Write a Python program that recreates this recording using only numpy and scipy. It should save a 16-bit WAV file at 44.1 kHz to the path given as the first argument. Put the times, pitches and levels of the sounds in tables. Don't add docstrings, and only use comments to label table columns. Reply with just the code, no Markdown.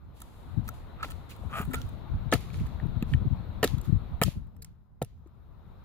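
import sys
import numpy as np
from scipy import signal
from scipy.io import wavfile
from scipy.ndimage import uniform_filter1d

SR = 44100
rng = np.random.default_rng(int(sys.argv[2]) if len(sys.argv) > 2 else 0)


def field_ratio(decibels):
    return 10 ** (np.asarray(decibels, dtype=float) / 20)


def digitize_waveform(pressure):
    field = np.atleast_2d(pressure).T
    bounded = np.clip(field, -1, 1)
    quanta = np.round(bounded * 32767).astype(np.int16)
    wavfile.write(sys.argv[1], SR, quanta)


N = 257720

# t/s, peak level/dB, f/Hz, t60/s, knock of the sole/dB
STAMPS = [
    (1.6, -13.5, 170, 0.021, -35.5),
    (1.735, -53, 266, 0.034, -32),
    (2.322, -20.5, 350, 0.025, -18),
    (2.334, -9.5, 260, 0.033, -23),
    (3.0246, -9, 203, 0.023, -47),
    (3.629, -14.5, 159, 0.027, -17),
    (3.642, -26, 382, 0.065, -28),
    (4.2148, -7, 162.4, 0.027, -19.5),
    (5.016, -18.5, 158, 0.038, -28.5),
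    (5.029, -23.5, 120, 0.061, -62),
]
# f/Hz, width/Hz, level/dB
SOLE_MODES = [(440, 140, -1.5), (673, 50, -8)]
# t/s, peak level/dB, f/Hz, t60/s
BLOWS = [(.689, -32.5, 1340, 0.028), (.999, -41, 1300, 0.061), (1.008, -40, 1300, .07),
         (1.0302, -34, 1300, 0.043), (1.043, -33, 1350, .04), (1.059, -35, 306, .025),
         (1.392, -38, 240, 0.03), (1.504, -41, 1270, .04), (1.522, -39, 1140, 0.071),
         (2.3295, -24.5, 870, 0.033), (2.355, -31.5, 1270, 0.023), (3.6294, -16, 737, 0.0087),
         (3.6335, -23.5, 940, 0.012), (3.643, -19, 520, .022), (3.651, -22.5, 270, 0.043),
         (4.2154, -15.5, 930, 0.0051), (4.2205, -25.5, 800, 0.011), (4.2277, -22, 1340, 0.0053),
         (4.282, -32, 600, 0.025), (3.1378, -27.5, 1810, 0.018), (3.1385, -31, 2400, .013),
         (3.1374, -26.5, 3030, 0.012), (2.8, -36, 1830, 0.012), (1.7345, -33, 1700, 0.016),
         (1.742, -29, 2380, .02), (3.9, -57, 900, 0.019), (4.2352, -27, 1100, 0.011),
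         (1.0305, -38, 2200, .025), (3.630, -24, 1840, 0.035), (2.3245, -20, 1780, .012),
         (5.0165, -26, 767, 0.019), (5.0188, -23, 486, 0.025)]
# t/s, level/dB, shard f/Hz, body over shard/dB, length/ms
CRUNCHES = [(0.2038, -55, 6450, -8, 1.9), (0.2161, -50, 6900, 0, 3.7), (0.6767, -47.5, 2500, 1.5, 4.9),
            (0.688, -47.5, 5900, -4, 3.3), (1.103, -54.5, 2930, 5.5, 1.8), (1.1084, -53, 2670, -2, 1.4),
            (1.1117, -54, 6540, -7, 3), (1.362, -59.5, 2450, -2, 4.5), (1.65, -57, 2400, 4, 6.4),
            (1.7065, -57, 2070, 13.5, 12), (1.889, -57.5, 2420, -14, 4.4), (3.813, -67, 8000, -5, 2.2),
            (4.227, -32.5, 1820, -5, 3.3), (4.2349, -24.5, 3180, -12.5, 2.4), (4.471, -77, 1940, -5, 1.8),
            (4.5651, -66.5, 5350, -3.5, 2.8), (5.0247, -43.5, 3580, -14, 2.4),
            (5.047, -52.5, 5320, -17, 1.8)]
SNAPS = [(1.0283, -47.5, 4060, 17.5, 2.5), (1.045, -50, 3200, -15, 9.4), (1.08, -61, 3320, 10, 9.6),
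         (1.1179, -49.5, 2700, -2, 2.2), (1.5041, -57, 2240, 6, 14), (1.7328, -41, 2020, 6, 6.5),
         (1.742, -34.5, 2380, 0, 6), (2.3337, -28.5, 1780, -4.5, 7), (2.336, -26.5, 2710, -24, 3.4),
         (2.5974, -56, 2420, -4, 3.2), (2.665, -51, 1840, -8, 6), (3.0248, -41.5, 2670, -3.5, 2.7),
         (3.6283, -25, 1860, -1.5, 5.7), (3.6406, -25.5, 1840, -29, 2.3), (3.646, -26.5, 4620, -11, 2.3),
         (3.675, -35, 3470, -9.5, 2.3), (3.7814, -52.5, 3550, -0.5, 4), (3.848, -58.5, 3800, 3.5, 6.1),
         (4.2154, -28.5, 2300, 2, 2.07), (4.221, -30, 2310, -17, 3.3), (4.619, -47.5, 4180, -25, 8.5),
         (4.646, -47.5, 5170, -25, 2.4), (5.0169, -43, 1850, 0.5, 4.3), (5.2716, -72, 7300, -1.5, 6)]
CLICKS = [(1.03, -39, 2610, 2, 7), (1.307, -48, 2605, -20, 17), (1.755, -46, 2000, -9, 4),
          (1.8165, -44, 3400, -25, 0.85), (2.3156, -37, 4130, -21, 5.7), (2.3251, -26.5, 1910, 2, 1.57),
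          (2.3271, -30, 2010, 4, 5.2), (2.5026, -52.5, 2370, -4, 1.4), (2.5426, -51, 2470, 0, 1.4),
          (3.1356, -43, 2380, -22, 1.8), (3.6423, -29, 4050, -6, 1.8)]
# fizz over shard/dB, share of unringing crack
BREAK_KINDS = [
    (2.5, 0.43),
    (-5, 0.39),
    (-20.0, 0.15),
]
# f/Hz, width/Hz, level/dB
TOY_MODES = [(923, 190, -10.5), (1280, 93, 0), (1728, 91, 0)]
# t/s, level/dB, first f/Hz, second f/Hz, length/ms
CHIPS = [(.2175, -42, 10300, 6350, 4), (.678, -48, 6300, 12500, 7.7), (.6885, -39, 6300, 12700, 4.6),
         (1.082, -54, 12000, 14500, 3), (1.103, -52, 13500, 6300, 2), (1.1075, -49, 14500, 11000, 2.5),
         (1.1125, -52, 14500, 6300, 2.5), (1.118, -55, 14000, 6500, 3), (1.571, -54, 13500, 6900, 57),
         (1.613, -44, 14500, 12000, 11), (1.65, -52, 14600, 11500, 4), (1.707, -54, 11000, 14000, 2.2),
         (1.7355, -37, 11000, 13000, 3.5), (1.7425, -44, 14500, 11000, 4), (1.753, -44, 11000, 14000, 5),
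         (1.817, -48, 13000, 3320, 3.4), (1.866, -58, 11000, 14100, 3), (2.406, -51, 8000, 12000, 3),
         (2.514, -59, 6500, 4500, 2.2), (2.541, -57, 7600, 9500, 3), (2.571, -56, 7500, 9900, 4.3),
         (2.66, -62, 10000, 13500, 2.7), (2.866, -62.5, 13500, 10600, 3), (3.131, -59, 7900, 3100, 3),
         (3.144, -57, 7800, 7400, 3), (3.642, -30.5, 11800, 7900, 7.4), (3.782, -54, 15000, 13000, 2.2),
         (3.813, -46.5, 7950, 11600, 3.7), (3.845, -61, 7350, 12000, 21), (4.621, -47.5, 9340, 7340, 8.6),
         (4.622, -54.5, 5500, 13000, 10), (1.305, -54, 14400, 6450, 14), (4.2349, -32.5, 7400, 9800, 3.2),
         (4.2215, -38, 9480, 12000, 2.5), (4.2155, -39.5, 7500, 9500, 2.5), (4.646, -46, 7230, 5440, 3.4)]
# t/s, level/dB, f/Hz, t60/s, left over right/dB
RINGS = [(1.43, -35, 485, 0.038, 1), (1.5, -43, 474, 0.092, -1), (1.755, -42.5, 1383, 0.14, -25),
         (1.69, -42.5, 256.8, 0.47, 21), (4.272, -41.5, 592, 0.044, 5.5), (4.595, -55.5, 454, 0.088, 2.5),
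         (5.26, -41.5, 334, 0.044, 0.5)]
# t/s, level/dB
DRAGS = [
    [(.96, -67), (1.01, -50), (1.024, -50), (1.033, -46), (1.05, -38), (1.062, -68)],
    [(1.49, -58), (1.505, -55), (1.518, -53), (1.535, -41), (1.58, -35), (1.595, -38), (1.62, -42.5),
     (1.645, -52)],
]
# f/Hz, width/Hz, level/dB
TRAILER_MODES = [(700, 310, 0.5), (1226, 80, 11), (1380, 120, -2), (1850, 180, -10), (2370, 140, -0.5),
                 (3080, 160, -11)]
# t/s, rise/s, grit level/dB, fizz over grit/dB, t60/s
SAND = [(.12, 0.055, -64, -1, 1.6), (.29, 0.067, -74, 2, 1.3), (.635, 0.012, -66, -2, 0.94),
        (.73, 0.0089, -63.5, -2, 0.45), (1.025, 0.0026, -48.5, -4.5, 0.29), (1.09, 0.0068, -63, -3, 0.85),
        (1.285, 0.012, -53, -2.5, 0.2), (1.33, 0.06, -70, 0, 6.7), (1.49, 0.09, -53.5, 5, 0.27),
        (1.728, 0.0043, -51, -5, 0.6), (2.323, 0.0021, -36, -5.5, 0.17), (2.4, 0.0061, -54.5, -6, 0.65),
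        (2.52, 0.014, -54.5, -6.5, 0.81), (3.04, 0.062, -59.5, -5, 0.28), (3.629, 0.0022, -40, -7, 0.34),
        (3.8, 0.045, -59.5, -4, 0.3), (4.24, 0.015, -44, -5, 0.27), (4.648, 0.0046, -73, -8, 0.33),
        (5.02, 0.0053, -68, -9.5, 0.51)]
# f/Hz, width/Hz, level/dB
PEBBLE_MODES = [(7770, 500, 0.5), (10570, 630, 0.5)]
LEADS = 6, 3
MOVE_S = 2.1
# t/s, level/dB, lean to the left port/dB
WIND = [(0.0, -47, -1), (0.32, -47, -2.5), (0.62, -38.5, 10.5), (0.85, -43.5, -4.5), (1.12, -39.5, 10.5),
        (1.3, -44.5, -2.5), (1.55, -37.5, 12.5), (1.8, -38, 0), (2.2, -37.5, 11), (2.5, -38, 7),
        (2.9, -38, 11), (3.201, -31.5, 1), (3.4, -37, 7.5), (3.7, -37, 10.5), (4.15, -40, 6),
        (4.6, -44, 5.5), (4.85, -55, 3.5), (5.6, -49, 3)]
# f/Hz, level per Hz/dB
WIND_COLOUR = [(12, -39), (20, -4.5), (75, 2.5), (139, -5.5), (220, -12), (300, -25), (500, -38.5),
               (700, -61)]
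# t of the turn from crest to trough/s, peak level/dB, f/Hz
EDDIES_LEFT = [(0.58, -12.5, 122), (0.598, -17.5, 126), (1.468, -23, 86.4), (1.686, -23, 136),
               (2.118, -26.5, 96), (2.275, -23.5, 100.4), (2.355, -16, 122), (2.589, -26.5, 89),
               (2.618, -23, 156), (2.839, -19, 119), (2.862, -19, 146), (2.896, -22, 102),
               (2.975, -18, 103), (3.15, -6, 109), (3.175, -18, 87), (3.225, -21, 115), (3.275, -14, 115),
               (3.318, -16, 104), (3.331, -16, 113), (3.744, -13.5, 116), (3.783, -19.5, 112),
               (3.798, -24.5, 82.3), (3.887, -18, 103), (3.901, -14.5, 135), (3.93, -4, 123),
               (3.949, -12.5, 85.6), (3.969, -15, 91), (4.256, -18, 79), (4.269, -19.5, 151),
               (4.285, -14.5, 143)]
# t of the turn from crest to trough/s, peak level/dB, f/Hz
EDDIES_RIGHT = [(1.854, -28, 87), (2.15, -20, 91), (2.172, -25, 76.4), (2.566, -28.5, 89.5),
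                (2.616, -20.5, 89), (2.65, -23, 87), (3.127, -23.5, 122), (3.135, -19, 112),
                (3.149, -22.5, 98), (3.26, -20.5, 148), (3.67, -30, 99), (3.965, -29.5, 65),
                (4.139, -25.5, 73), (4.153, -27, 69), (4.376, -29, 108.7)]
EDDY_CYCLES, CYCLES_PER_DB = 0.57, 0.1848
# t/s, roar level/dB
ROAD = [(0.0, -68.5), (0.5, -59.5), (1.76, -57.5), (2.6, -56), (4.15, -58), (4.42, -69.5), (4.95, -80),
        (5.3, -72), (5.84, -64)]
ROAD_FULL_DB = -57
# f/Hz, level per Hz/dB
ROAR_COLOUR = [(150, -6), (300, 0), (500, -3.5), (950, -3), (1400, -8.5), (2100, -24), (3000, -30)]
# f/Hz, level per Hz/dB
TYRE_COLOUR = [(1200, -26), (1900, 2), (3000, -2.5), (3900, 3.5), (4500, -5), (5000, -28.5), (6000, -53)]
# f/Hz, level per Hz/dB
AIR_COLOUR = [(3500, -34), (5000, 1.5), (8600, -15.5), (13000, -3), (15500, 1), (16000, -31)]
# level over full roar/dB, share of the swell, left over right/dB
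FOLLOW = [
    (0, 1.024, 5),
    (-11, 1.3, 2.5),
    (-20, 0.75, -1.7),
]
# f/Hz, width/Hz, depth/dB
PORT_DIPS = [(5610, 2400, -7), (15800, 4400, -5.5)]


def evened(x):
    return x / np.sqrt(np.mean(x ** 2) + 1e-20)


def add(mix, s, sound):
    part = mix[..., max(round(s * SR), 0):][..., :sound.shape[-1]]
    part += sound[..., :part.shape[-1]]


def band(x, lo_hz, hi_hz):
    return signal.sosfilt(signal.butter(3, [lo_hz, min(hi_hz, 20000)], "bandpass", fs=SR, output="sos"), x)


def resonate(x, modes, shift=1):
    total = 0
    for hz, width, db in modes:
        total = total + field_ratio(db) * signal.lfilter(*signal.iirpeak(hz * shift, hz / max(width, 10), SR), x)
    return total


def balance(pan_db):
    return field_ratio(np.array([[pan_db / 2], [-pan_db / 2]]))


def ports(x, pan_db, loose=0.17):
    scatter = rng.standard_normal((2, 90)) * field_ratio(-np.arange(90) * .35)
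    scatter *= loose / np.linalg.norm(scatter[0])
    scatter[:, 0] = 1
    return signal.fftconvolve(x[None], scatter, axes=1)[:, :len(x)] * balance(pan_db)


def grains(count, per_s, spread_db):
    sizes = field_ratio(spread_db * np.minimum(rng.exponential(1, count), 4))
    return evened(sizes * rng.standard_normal(count) * (rng.random(count) < per_s / SR))


def stamp(db, hz, t60, knock_db):
    t = np.arange(0, .12, 1 / SR)
    push = -np.sin(2 * np.pi * hz * t * (1 - 2.0 * t))
    push = push * field_ratio(db - 60 * t / t60) * (1 - np.exp(-(t / 0.002) ** 2))
    burst = field_ratio(-60 * t / 0.043) * (1 - np.exp(-t / 0.0033))
    blows = band(grains(len(t), 1500, 0.89) * burst, 220, 790)
    knock = resonate(blows, SOLE_MODES, rng.uniform(1.0, 1.04)) + 0.25 * blows
    knock = field_ratio(knock_db + 2.0) * knock / abs(knock).max()
    return ports(push, 0, loose=0) + ports(knock, 1.8, loose=0.25)


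def blow(db, hz, t60):
    t = np.arange(0, .08, 1 / SR)
    return ports(-np.sin(2 * np.pi * hz * t) * field_ratio(db - 60 * t / t60), 1.7, loose=.15)


def snap(db, hz, body_db, ms, fizz_db, broad):
    t = np.arange(0, .06, 1 / SR)
    burst = np.exp(-(t / (ms / 800)) ** 3) + 0.13 * np.exp(-t / 0.011)
    onset = 1 - np.exp(-t / (ms ** 2 / 40000))
    crack = grains(len(t), 12000, 2.1) * burst * onset
    crack[6] += 30 / ms ** 2
    shard = resonate(crack, [(hz, .16 * hz, 0), (1.65 * hz, .3 * hz, -5)])
    shard = band(shard, .7 * hz, 2.01 * hz) + broad * band(crack, 1300, 7500)
    body = resonate(band(crack, 850, 1650), TOY_MODES, rng.uniform(1.0, 1.04))
    fizz = band(crack, 6100, 18000)
    total = 0
    for part, pan_db, over_db in ((shard, .6, 0), (body, 2.5, body_db), (fizz, -1.5, fizz_db)):
        x = ports(part, pan_db, loose=0.75)
        total = total + field_ratio(db + over_db) * x * np.sqrt(0.012 * SR) / np.linalg.norm(x)
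    return total


def chip(db, hz, second_hz, ms):
    t = np.arange(0, .08, 1 / SR)
    rattle = grains(len(t), 15000, 1.3) * np.exp(-(t / (ms / 1000)) ** 4) * (1 - np.exp(-t / 0.00035))
    rattle[8] += 12 / ms
    width = .11
    modes = [(hz, width * hz, 0), (second_hz, width * second_hz, -2.5)]
    x = ports(resonate(rattle, modes) + .1 * band(rattle, 4000, 16000), -1.5, loose=.45)
    return field_ratio(db) * x * np.sqrt(ms / 500 * SR) / np.linalg.norm(x)


def ring(db, hz, t60, pan_db):
    t = np.arange(0, .3, 1 / SR)
    rattle = 1 + .6 * evened(uniform_filter1d(rng.standard_normal(len(t)), size=300))
    fade = field_ratio(db - 60 * t / t60) * (1 - np.exp(-t / 0.0025))
    return ports(rattle * np.sin(2 * np.pi * hz * t) * fade, pan_db, loose=0)


def drag(rows):
    s, db = np.transpose(rows)
    t = np.arange(s[0], s[-1], 1 / SR)
    grit = signal.lfilter(*signal.butter(1, [480, 3000], "bandpass", fs=SR), grains(len(t), 3500, 2.9))
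    hollow = evened(resonate(grit, TRAILER_MODES)) + 0.29 * evened(band(grit, 490, 3100))
    level = field_ratio(np.interp(t, s, db)) * signal.windows.tukey(len(t), .15)
    return s[0], ports(evened(hollow) * level, 1.3, loose=0.54)


def sand(rise, db, fizz_db, t60):
    t = np.arange(0, .5, 1 / SR)
    hold_s = 0.015
    level = np.clip(t / rise, 0, 1) ** 2 * field_ratio(db - 60 * np.maximum(t - rise - hold_s, 0) / t60)
    shared, left, right = [grains(len(t), 14000, 3.0) for _ in range(3)]
    grit = shared + 2.3 * np.array([left, right])
    fizz = 1.2 * band(grit, 6400, 15000) + resonate(grit, PEBBLE_MODES)
    return level * (evened(band(grit, 1800, 6500)) + field_ratio(fizz_db) * evened(fizz))


def noise(colour, same, patchy_db, size):
    hop, hz = size // 4, np.fft.rfftfreq(size, 1 / SR)
    a, b, c, d, patches = rng.standard_normal((N // hop + 5, len(hz), 5)).T
    patches = evened(uniform_filter1d(uniform_filter1d(patches, 10, 0), 10, 1))
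    left = a + 1j * b
    right = same * left + np.sqrt(1 - same ** 2) * (c + 1j * d)
    f, db = np.transpose(colour)
    shape_db = np.interp(np.log(hz + 1), np.log(f + 1), db, left=-60, right=-80)
    z = np.array([left, right]) * field_ratio(shape_db[:, None] + patchy_db * patches)
    return evened(signal.istft(z, nperseg=size, noverlap=size - hop)[1][:, :N])


def eddy(t, db, hz):
    turn = 2 * np.pi * hz * t * (1 - 22.0 * t)
    length = (EDDY_CYCLES - CYCLES_PER_DB * db) / hz
    return field_ratio(db) * np.exp(-(t / (0.3 * length)) ** 2) * (0.2 * np.sin(2 * turn) - np.sin(turn))


def wind():
    s, level_db, lean_db = np.transpose(WIND)
    lumps = signal.resample(rng.standard_normal((2, 150)), N, axis=1)
    rumble = noise(WIND_COLOUR, 0.16, 1.9, size=4096) * field_ratio(2.3 * lumps)
    out = np.zeros((2, N))
    t = np.arange(-.06, .06, 1 / SR)
    for port, (side, eddies) in enumerate(((.5, EDDIES_LEFT), (-.5, EDDIES_RIGHT))):
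        out[port] = evened(rumble[port]) * field_ratio(np.interp(np.arange(N) / SR, s, level_db + side * lean_db))
        for middle_s, db, hz in eddies:
            add(out[port], middle_s + t[0], eddy(t, db, hz))
    return out


def road():
    swell_db = np.interp(np.arange(N) / SR, *np.transpose(ROAD)) - ROAD_FULL_DB
    roar = noise(ROAR_COLOUR, .35, 1.5, size=1024)
    tyres = noise(TYRE_COLOUR, .15, 1.2, size=1024)
    air = noise(AIR_COLOUR, .05, 1.6, size=512)
    total = 0
    for x, (db, share, pan_db) in zip((roar, tyres, air), FOLLOW):
        level_db = ROAD_FULL_DB + 4.0 + db + share * swell_db
        total = total + x * field_ratio(level_db) * balance(pan_db)
    return total


def scene():
    shoe = np.zeros((2, N))
    sources = (STAMPS, stamp), (BLOWS, blow), (CHIPS, chip), (RINGS, ring), (SAND, sand)
    for table, source in sources:
        for s, *row in table:
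            add(shoe, s, source(*row))
    for table, kind in zip((CRUNCHES, SNAPS, CLICKS), BREAK_KINDS):
        for s, *row in table:
            add(shoe, s, snap(*row, *kind))
    for rows in DRAGS:
        add(shoe, *drag(rows))
    on_left, on_middle = [np.roll(shoe[1], lead) for lead in LEADS]
    shoe[1] = np.where(np.arange(N) < MOVE_S * SR, on_left, on_middle)
    return shoe + wind() + road()


def low_pass(x):
    return signal.sosfilt(signal.butter(12, 16680, fs=SR, output="sos"), x)


def record(dry):
    for hz, width, db in PORT_DIPS:
        dry = dry + (field_ratio(db) - 1) * signal.lfilter(*signal.iirpeak(hz, hz / width, SR), dry)
    limit = .88 * signal.firwin(511, 15850, fs=SR) + .12 * signal.firwin(511, 16600, fs=SR)
    dry = signal.oaconvolve(dry, limit[None], "same")
    mix = signal.lfilter(*signal.butter(1, 22, "high", fs=SR), dry)
    return low_pass(mix)


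dry = scene()
out = record(dry)
digitize_waveform(out)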